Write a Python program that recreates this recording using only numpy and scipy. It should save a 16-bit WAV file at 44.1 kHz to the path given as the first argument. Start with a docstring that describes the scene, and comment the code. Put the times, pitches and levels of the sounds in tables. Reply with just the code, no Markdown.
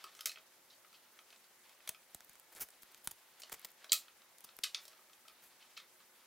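"""Hands work with steel tweezers and small parts on a wooden bench in a small quiet room.
A faint hush with three thin tones lies under everything, and sleeves and fingers rustle on and off.
First steel tools clink and drag on the bench; from about two seconds foil and plastic also snap and slide.
The hardest clinks come near four seconds, and small touches and drags go on until about six.
Touches are bursts of noise that ring decaying sines; hush and rustle are filtered noise; a short echo is added."""
import sys
import numpy as np
from scipy import signal
from scipy.io import wavfile

SR = 44100
rng = np.random.default_rng(int(sys.argv[2]) if len(sys.argv) > 2 else 0)


def generate_wav(signal):
    """Clip the signal to [-1, 1] and save it as 16-bit WAV at the path in sys.argv[1]."""
    frames = np.transpose(np.atleast_2d(signal))
    scaled = np.clip(frames, -1, 1) * 32767
    pcm = np.round(scaled).astype(np.int16)
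    wavfile.write(sys.argv[1], SR, pcm)


N = 276066  # length in samples

# In the touch tables level_db is a relative loudness: a longer touch also comes out louder.
# Tilt is the treble slope around 4000 Hz. Dullness weakens both far ends; below zero it counts as none.

# Room hush, shape of its spectrum: pitch_hz, relative_level_db (per Hz)
HUSH_SPECTRUM = [(15, -50), (25, -15), (108, -12.5), (313, -0.5), (358, -7.5), (410, -6), (524, 0),
                 (1360, -1.5), (1470, 0), (1730, 6.5), (1980, -5), (15200, -5.5), (16500, -35)]
# How alike left and right are in the hush: pitch_hz, likeness (1 = the same, 0 = unrelated)
HUSH_LIKENESS = [(60, 0.68), (240, 0.88), (950, 0.81), (3770, 0.15), (15000, 0.18)]
# Thin steady tones in the hush: pitch_hz, level_db (rms)
HUSH_TONES = [(360.7, -88), (527.6, -87), (872.1, -87)]
# Loudness curve of moving sleeves and fingers: time_s, level_db
RUSTLE_LEVELS = [(0.0, -67), (0.19, -64.5), (0.37, -75.5), (1.62, -75), (1.85, -74.5), (2.21, -73.5),
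                 (3.33, -71.5), (3.47, -67), (4.39, -74), (4.53, -68.5), (4.71, -86), (4.76, -60.5),
                 (5.04, -73.5), (5.2, -73), (5.67, -68), (5.94, -76.5), (6.26, -73)]
# Steel tools touching: start_s, level_db, tilt_db_per_octave, dullness_db_per_octave_squared,
# bench_db (bench knock compared with the steel)
CLINK_EVENTS = [(0.0402, -34, -3.5, -3, -8), (0.149, -45, 0, -2, -14), (0.1905, -42.5, -4, 1, -19),
                (0.207, -32.5, -1.5, 0.2, -28), (0.2568, -18.5, 1, 0.5, -31.5),
                (0.2694, -27.5, 1.2, -2.3, -19), (0.2933, -30.5, -2.5, 13, -31),
                (0.3165, -38, -2.5, 2, -29), (0.3577, -41, -14, 8, -17), (0.3704, -42, -14, 6, -9.5),
                (0.3835, -48, -4, 3.5, -19), (0.846, -49, -14, 4.5, -19), (0.9276, -50, -3, -2, -23),
                (1.188, -44, -7, 2.5, -19), (1.3033, -48, -3.5, 2.5, -10), (1.326, -46, -5, 3.5, -13),
                (1.36, -51, 3, 8, -22), (1.44, -53.5, -2, 4, -12), (1.693, -49, -4, -4, -9),
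                (1.803, -51.5, -16, 7, -17), (1.8746, -31.5, -2.5, -2.5, -11.5),
                (1.946, -43.5, -9, 3.5, -19), (3.4184, -38.5, 3, 3.5, -31), (3.4328, -36, -2, 5.5, -10.5),
                (3.8426, -39, -5, 1.5, -9), (3.894, -35.5, 5, 36, -16), (3.919, -8.5, 5, 5.8, -31),
                (3.929, -12, 3.5, 1.2, -41), (4.081, -46, -17, 11.5, -33.5),
                (4.2172, -50.5, -7.5, 2.2, -10), (4.4886, -45, -6.5, 4.5, -13), (4.6343, -23.5, 0, 16, -34),
                (4.6368, -20.5, 2.5, 3.5, -33), (4.6404, -22, -4.2, 5, -30), (4.7454, -21.5, -4, 5.5, -36),
                (4.8523, -43, 6, 5, -12), (4.879, -41.5, 2, 1.5, -11), (4.93, -51, -9, 3.5, -8),
                (4.99, -54, -16, -2, -6), (5.095, -53.5, -17, 5.5, -12), (5.1312, -48.5, -2.5, 4, -21),
                (5.25, -51.5, -17, -5, -7), (5.28, -42.5, -3.5, 1, -19), (5.2964, -49, -6, 2, -21),
                (5.624, -48.5, -11, 8, -26), (5.7739, -36, -5, -2, -24), (5.7994, -42, -12, 8, -18),
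                (6.002, -52.5, -10, 2, -13)]
# Steel dragged over the bench: start_s, level_db, tilt_db_per_octave
DRAG_EVENTS = [(0.162, -48, 22), (0.698, -45.5, 1), (0.722, -49, 0), (0.937, -45.5, -4), (5.6014, -48, -13),
               (5.7638, -33.5, -8)]
# Foil and plastic snapping: start_s, level_db, tilt_db_per_octave, thud_db (thud compared with the foil)
SNAP_EVENTS = [(1.891, -16, 1.5, -25), (2.1466, -26, 2.2, -12), (2.205, -37, -1.3, -18),
               (2.2453, -40, 8, -25), (2.2943, -37.5, 0, -16), (2.3316, -44, 6, -24),
               (2.354, -42, -1.5, -19), (2.3971, -38, 3, -25), (2.5247, -49, 8, -18), (2.5496, -38, 3, -8),
               (2.587, -40, -2, -25), (2.5957, -37.5, 1.5, -4.5), (2.6865, -38.5, 0.5, -32),
               (2.7038, -40.5, 0.5, -39), (2.8314, -35.5, 1, -16), (2.9451, -36.5, -1, -24),
               (3.0731, -16, 1.2, -16.5), (3.496, -35, -2.3, -20), (3.5267, -23.5, 0.5, -18),
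               (3.5944, -37, 6, -36), (3.6157, -45, 9, -30), (3.6704, -45, 4, -28), (3.704, -45, 11, -30),
               (3.716, -43, 11, -30), (3.6855, -46, -1, -28), (3.8272, -48, -4, -31), (4.3832, -40, 3, -33),
               (4.4057, -39, 2, -31), (4.566, -36.5, 11, -24), (4.588, -30.5, -1.5, -13)]
# Foil sliding: start_s, level_db, length_s, tilt_db_per_octave
SLIDE_EVENTS = [(2.517, -49.5, 0.022, -1), (2.5514, -44.5, 0.024, -1.2), (2.571, -45.5, 0.015, -1),
                (2.5997, -30, 0.032, 1.5), (2.6214, -52, 0.021, 2), (2.818, -46, 0.0086, 2.5),
                (2.911, -54.5, 0.015, 3), (2.969, -53, 0.014, 1), (3.038, -44, 0.023, 3),
                (3.1093, -35, 0.0079, 2), (3.3944, -45, 0.015, 0.5), (3.517, -34.5, 0.01, -0.3),
                (3.5323, -38.5, 0.016, -0.5), (3.645, -32, 0.0085, 0.8), (4.4398, -38.5, 0.01, 2.2),
                (4.797, -53.5, 0.064, 0.5), (5.4165, -51.5, 0.037, 0.5), (5.449, -54, 0.034, 0.5)]
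# Ways the steel tools ring: pitch_hz, level_db, t60_s (time to fade by 60 dB)
STEEL_MODES = [(1254, -10, .02), (1500, -10, .008), (1970, -7, .006), (2570, -5, .007), (3100, -4, .006),
               (3630, -4, .005), (4070, -3, .007), (4500, -3, .006), (4990, -3, .005), (5640, -4, .006),
               (6400, -3, .004), (7200, -3, .004), (8100, -3, .003), (9150, -3, .004), (10100, -2, .003),
               (11400, -2, .0035), (12400, -2, .003), (13400, -2, .003), (14400, -2, .003),
               (15400, -2, .003)]
# Ways the wooden bench rings: pitch_hz, level_db, t60_s
BENCH_MODES = [(420, -10, .035), (650, -1, .08), (1100, -5, .03)]
# Ways the foil and plastic ring: pitch_hz, level_db, t60_s
FOIL_MODES = [(450, -9, .008), (900, -6, .004), (1500, -5, .004), (2200, -4, .003), (3300, -3, .002),
              (4800, -1, .0015), (6600, -1, .0015), (8200, -1, .0015), (9800, -1, .0015),
              (11500, -1, .0015), (13200, -1, .0015), (15000, -1, .0015)]
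# Ways the casing under the foil rings: pitch_hz, level_db, t60_s
CASING_MODES = [(39.8, 4, 0.028), (89.5, -4, 0.03), (194, 6, 0.014), (320, -15, 0.017), (676, -3.5, 0.014)]

HUSH_DB = -65.5  # rms level, without the tones
CLINK_CONTACT_S, CONTACT_SHRINK = 0.0031, 0.084  # length at -40 dB; dB shorter per dB harder
DRAG_CONTACT_S, DRAG_DULL_DB, DRAG_BENCH_DB = 0.012, 12, -36
SNAP_CONTACT_S, SNAP_DULL_DB = 0.0013, 0.4
SLIDE_DULL_DB, SLIDE_THUD_DB = 0, -23
ROOM_T60_S, TREBLE_T60_S, WALL_CUT_HZ, ROOM_DB = 0.18, 0.21, 17000, -4  # treble fades by both times
CUTOFF_HZ = 16800


def from_db(db):
    """Turns decibels into a plain multiplier."""
    return 10 ** (np.asarray(db) / 20)


def rms_one(x):
    """Scales a sound to an rms (average strength) of 1."""
    return x / np.sqrt(np.mean(x ** 2) + 1e-20)


def at_hz(points, hz):
    """Reads a table of pitches and values, moving between pitches as the ear does, on a log scale."""
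    pitches, values = np.transpose(points)
    return np.interp(np.log(hz), np.log(pitches), values)


def drift(rate_hz):
    """Makes slow random wandering of spread 1 by smoothing noise twice, one value per 40 samples."""
    step = 40
    r = np.exp(-2 * np.pi * rate_hz * step / SR)
    noise = rng.standard_normal(N // step + 2002)
    slow = signal.lfilter([1], [1, -2 * r, r * r], noise)[2000:]  # skip the filter's start-up
    return np.interp(np.arange(N) / step, np.arange(len(slow)), rms_one(slow))


def rings(modes, detune=1):
    """Gives each mode a fading sine that swells over its first cycle or two; neighbours are flipped."""
    hz, db, t60 = np.transpose(modes)[:, :, None]
    t = np.arange(SR // 10) / SR
    flip = (-1) ** np.arange(len(modes))[:, None]
    fade = from_db(db - 60 * t / t60)
    swell = 1 - np.exp(-hz * t)
    return flip * fade * swell * np.sin(2 * np.pi * hz * detune * t)


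def touches(events, modes, under, thin_hz, grain_db, rise, squareness):
    """Makes each touch a chatter of tiny impacts that rings the object and what lies under it."""
    out = np.zeros((2, N + SR))
    t = np.arange(SR // 10) / SR
    thin = signal.butter(4, thin_hz, "high", fs=SR, output="sos")  # small parts give off no bass
    under_rings = rings(under)
    octaves = np.log2(np.array(modes)[:, 0] / 4000)
    for start_s, level_db, contact_s, tilt_db, dull_db, under_db in events:
        # The push rises, then dies away; random grains make it rough.
        phase = t / contact_s
        force = (1 - np.exp(-phase / rise)) * np.exp(-phase ** squareness)
        grain_size = np.minimum(rng.exponential(1, len(t)), 5)
        chatter = force * rng.standard_normal(len(t)) * from_db(grain_db * grain_size)

        # Each spot stirs the modes differently, and the grip shifts their pitch a little.
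        chance_db = 2 * rng.standard_normal(len(modes))
        colour = from_db(tilt_db * octaves - max(dull_db, 0) * octaves ** 2 + chance_db)
        detune = 1 + chance_db[::-1, None] / 100
        body = signal.sosfilt(thin, colour @ rings(modes, detune))
        below = from_db(4 * rng.standard_normal(len(under))) @ under_rings

        sound = signal.fftconvolve(chatter, body)
        knock = signal.fftconvolve(chatter, below)
        sound = sound / np.linalg.norm(sound)
        knock = from_db(under_db) * knock / np.linalg.norm(knock)
        parts = np.array([sound, knock]) * np.linalg.norm(force) / 2

        # The wide surface below can sound further off centre than the object.
        lean = rng.standard_normal(2) * [0.06, 0.25]
        both_ears = (1 + np.outer([1, -1], lean)) @ parts
        at = round(start_s * SR)
        out[:, at:at + len(sound)] += from_db(level_db) * both_ears
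    return out[:, :N]


def hush_tones():
    """Adds up thin sines whose levels waver slowly."""
    t = np.arange(N) / SR
    tones = np.zeros(N)
    for hz, db in HUSH_TONES:
        tones += from_db(db + 1.15 * drift(2)) * np.sqrt(2) * np.sin(2 * np.pi * hz * t)
    return tones


def hush(patchy_db):
    """Builds stereo noise from half-octave bands, each with its own level, flicker and likeness."""
    out = np.zeros((2, N))
    edges = 25 * 2 ** np.arange(0, 9.9, 0.5)
    white = rng.standard_normal((2, 2, N))
    for k, (low, high) in enumerate(zip(edges, edges[1:])):
        band = signal.butter(2, [low, high], "band", fs=SR, output="sos")
        mid, side = signal.sosfilt(band, white[k % 2])  # neighbouring bands use different noise
        hz = np.sqrt(low * high)
        alike = at_hz(HUSH_LIKENESS, hz)
        gain = from_db(at_hz(HUSH_SPECTRUM, hz) + patchy_db * drift(25))
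        out += gain * (np.sqrt(1 + alike) * mid + np.sqrt(1 - alike) * side * [[1], [-1]])
    return from_db(HUSH_DB) * rms_one(out) + hush_tones()


def rustle():
    """Lets cloth and skin rub as clumps of tiny dull noise grains."""
    grain_db = 3.0 * np.minimum(rng.exponential(1, N), 5)
    clump_db = 3 * drift(12)
    grains = rng.standard_normal(N) * from_db(grain_db + clump_db)
    band = signal.butter(2, [900, 4500], "band", fs=SR, output="sos")
    level_db = np.interp(np.arange(N) / SR, *np.transpose(RUSTLE_LEVELS))
    return from_db(level_db) * rms_one(signal.sosfilt(band, grains))


def clinks():
    """Makes short steel contacts, the harder the shorter, that also knock the bench."""
    rows = []
    for start_s, db, tilt, dull, bench in CLINK_EVENTS:
        contact_s = CLINK_CONTACT_S * from_db(-CONTACT_SHRINK * (db + 40))
        rows.append((start_s, db, contact_s, tilt, dull, bench))
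    return touches(rows, STEEL_MODES, BENCH_MODES, thin_hz=1050, grain_db=3.0, rise=0.067, squareness=1.13)


def drags():
    """Rubs steel on wood in longer touches with soft edges."""
    rows = [(s, db, DRAG_CONTACT_S, tilt, DRAG_DULL_DB, DRAG_BENCH_DB) for s, db, tilt in DRAG_EVENTS]
    return touches(rows, STEEL_MODES, BENCH_MODES, thin_hz=930, grain_db=4.0, rise=0.76, squareness=1.1)


def snaps():
    """Lets a crease give way in a very short burst that knocks the casing."""
    rows = [(s, db, SNAP_CONTACT_S, tilt, SNAP_DULL_DB, thud) for s, db, tilt, thud in SNAP_EVENTS]
    return touches(rows, FOIL_MODES, CASING_MODES, thin_hz=154, grain_db=3.0, rise=0.33, squareness=0.89)


def slides():
    """Scrapes the foil fairly evenly for the length of each slide."""
    rows = [(*slide, SLIDE_DULL_DB, SLIDE_THUD_DB) for slide in SLIDE_EVENTS]
    return touches(rows, FOIL_MODES, CASING_MODES, thin_hz=150, grain_db=3.5, rise=0.4, squareness=3)


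def room(x, side_db):
    """Adds dense reflections that die away, top treble fastest, nearly the same left and right."""
    t = np.arange(SR // 3) / SR
    noise = rng.standard_normal((2, len(t))) * np.minimum(t / 0.00045, 1)  # quick fade-in
    dull = signal.sosfilt(signal.butter(1, WALL_CUT_HZ, fs=SR, output="sos"), noise)
    treble = (noise - dull) * from_db(-60 * t / TREBLE_T60_S)
    tail = from_db(-60 * t / ROOM_T60_S) * (dull + treble)
    mid, side = [signal.fftconvolve(x, one / np.sqrt(np.sum(one ** 2)))[:N] for one in tail]
    return from_db(ROOM_DB) * (mid + from_db(side_db) * side * np.array([[1], [-1]]))


def scene():
    """Mixes tools, foil, hands and hush; the tools stir the room more than the muffled foil."""
    tools = clinks() + drags()
    foil_and_hands = snaps() + slides() + rustle()
    into_room = (tools + from_db(-11.5) * foil_and_hands).mean(axis=0)
    echo = room(into_room, side_db=-57)
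    return tools + foil_and_hands + echo + hush(patchy_db=1.3)


def record(dry):
    """Cuts off the very top of the treble steeply."""
    return signal.sosfilt(signal.cheby2(14, 75, CUTOFF_HZ, fs=SR, output="sos"), dry)


dry = scene()
out = record(dry)
generate_wav(out)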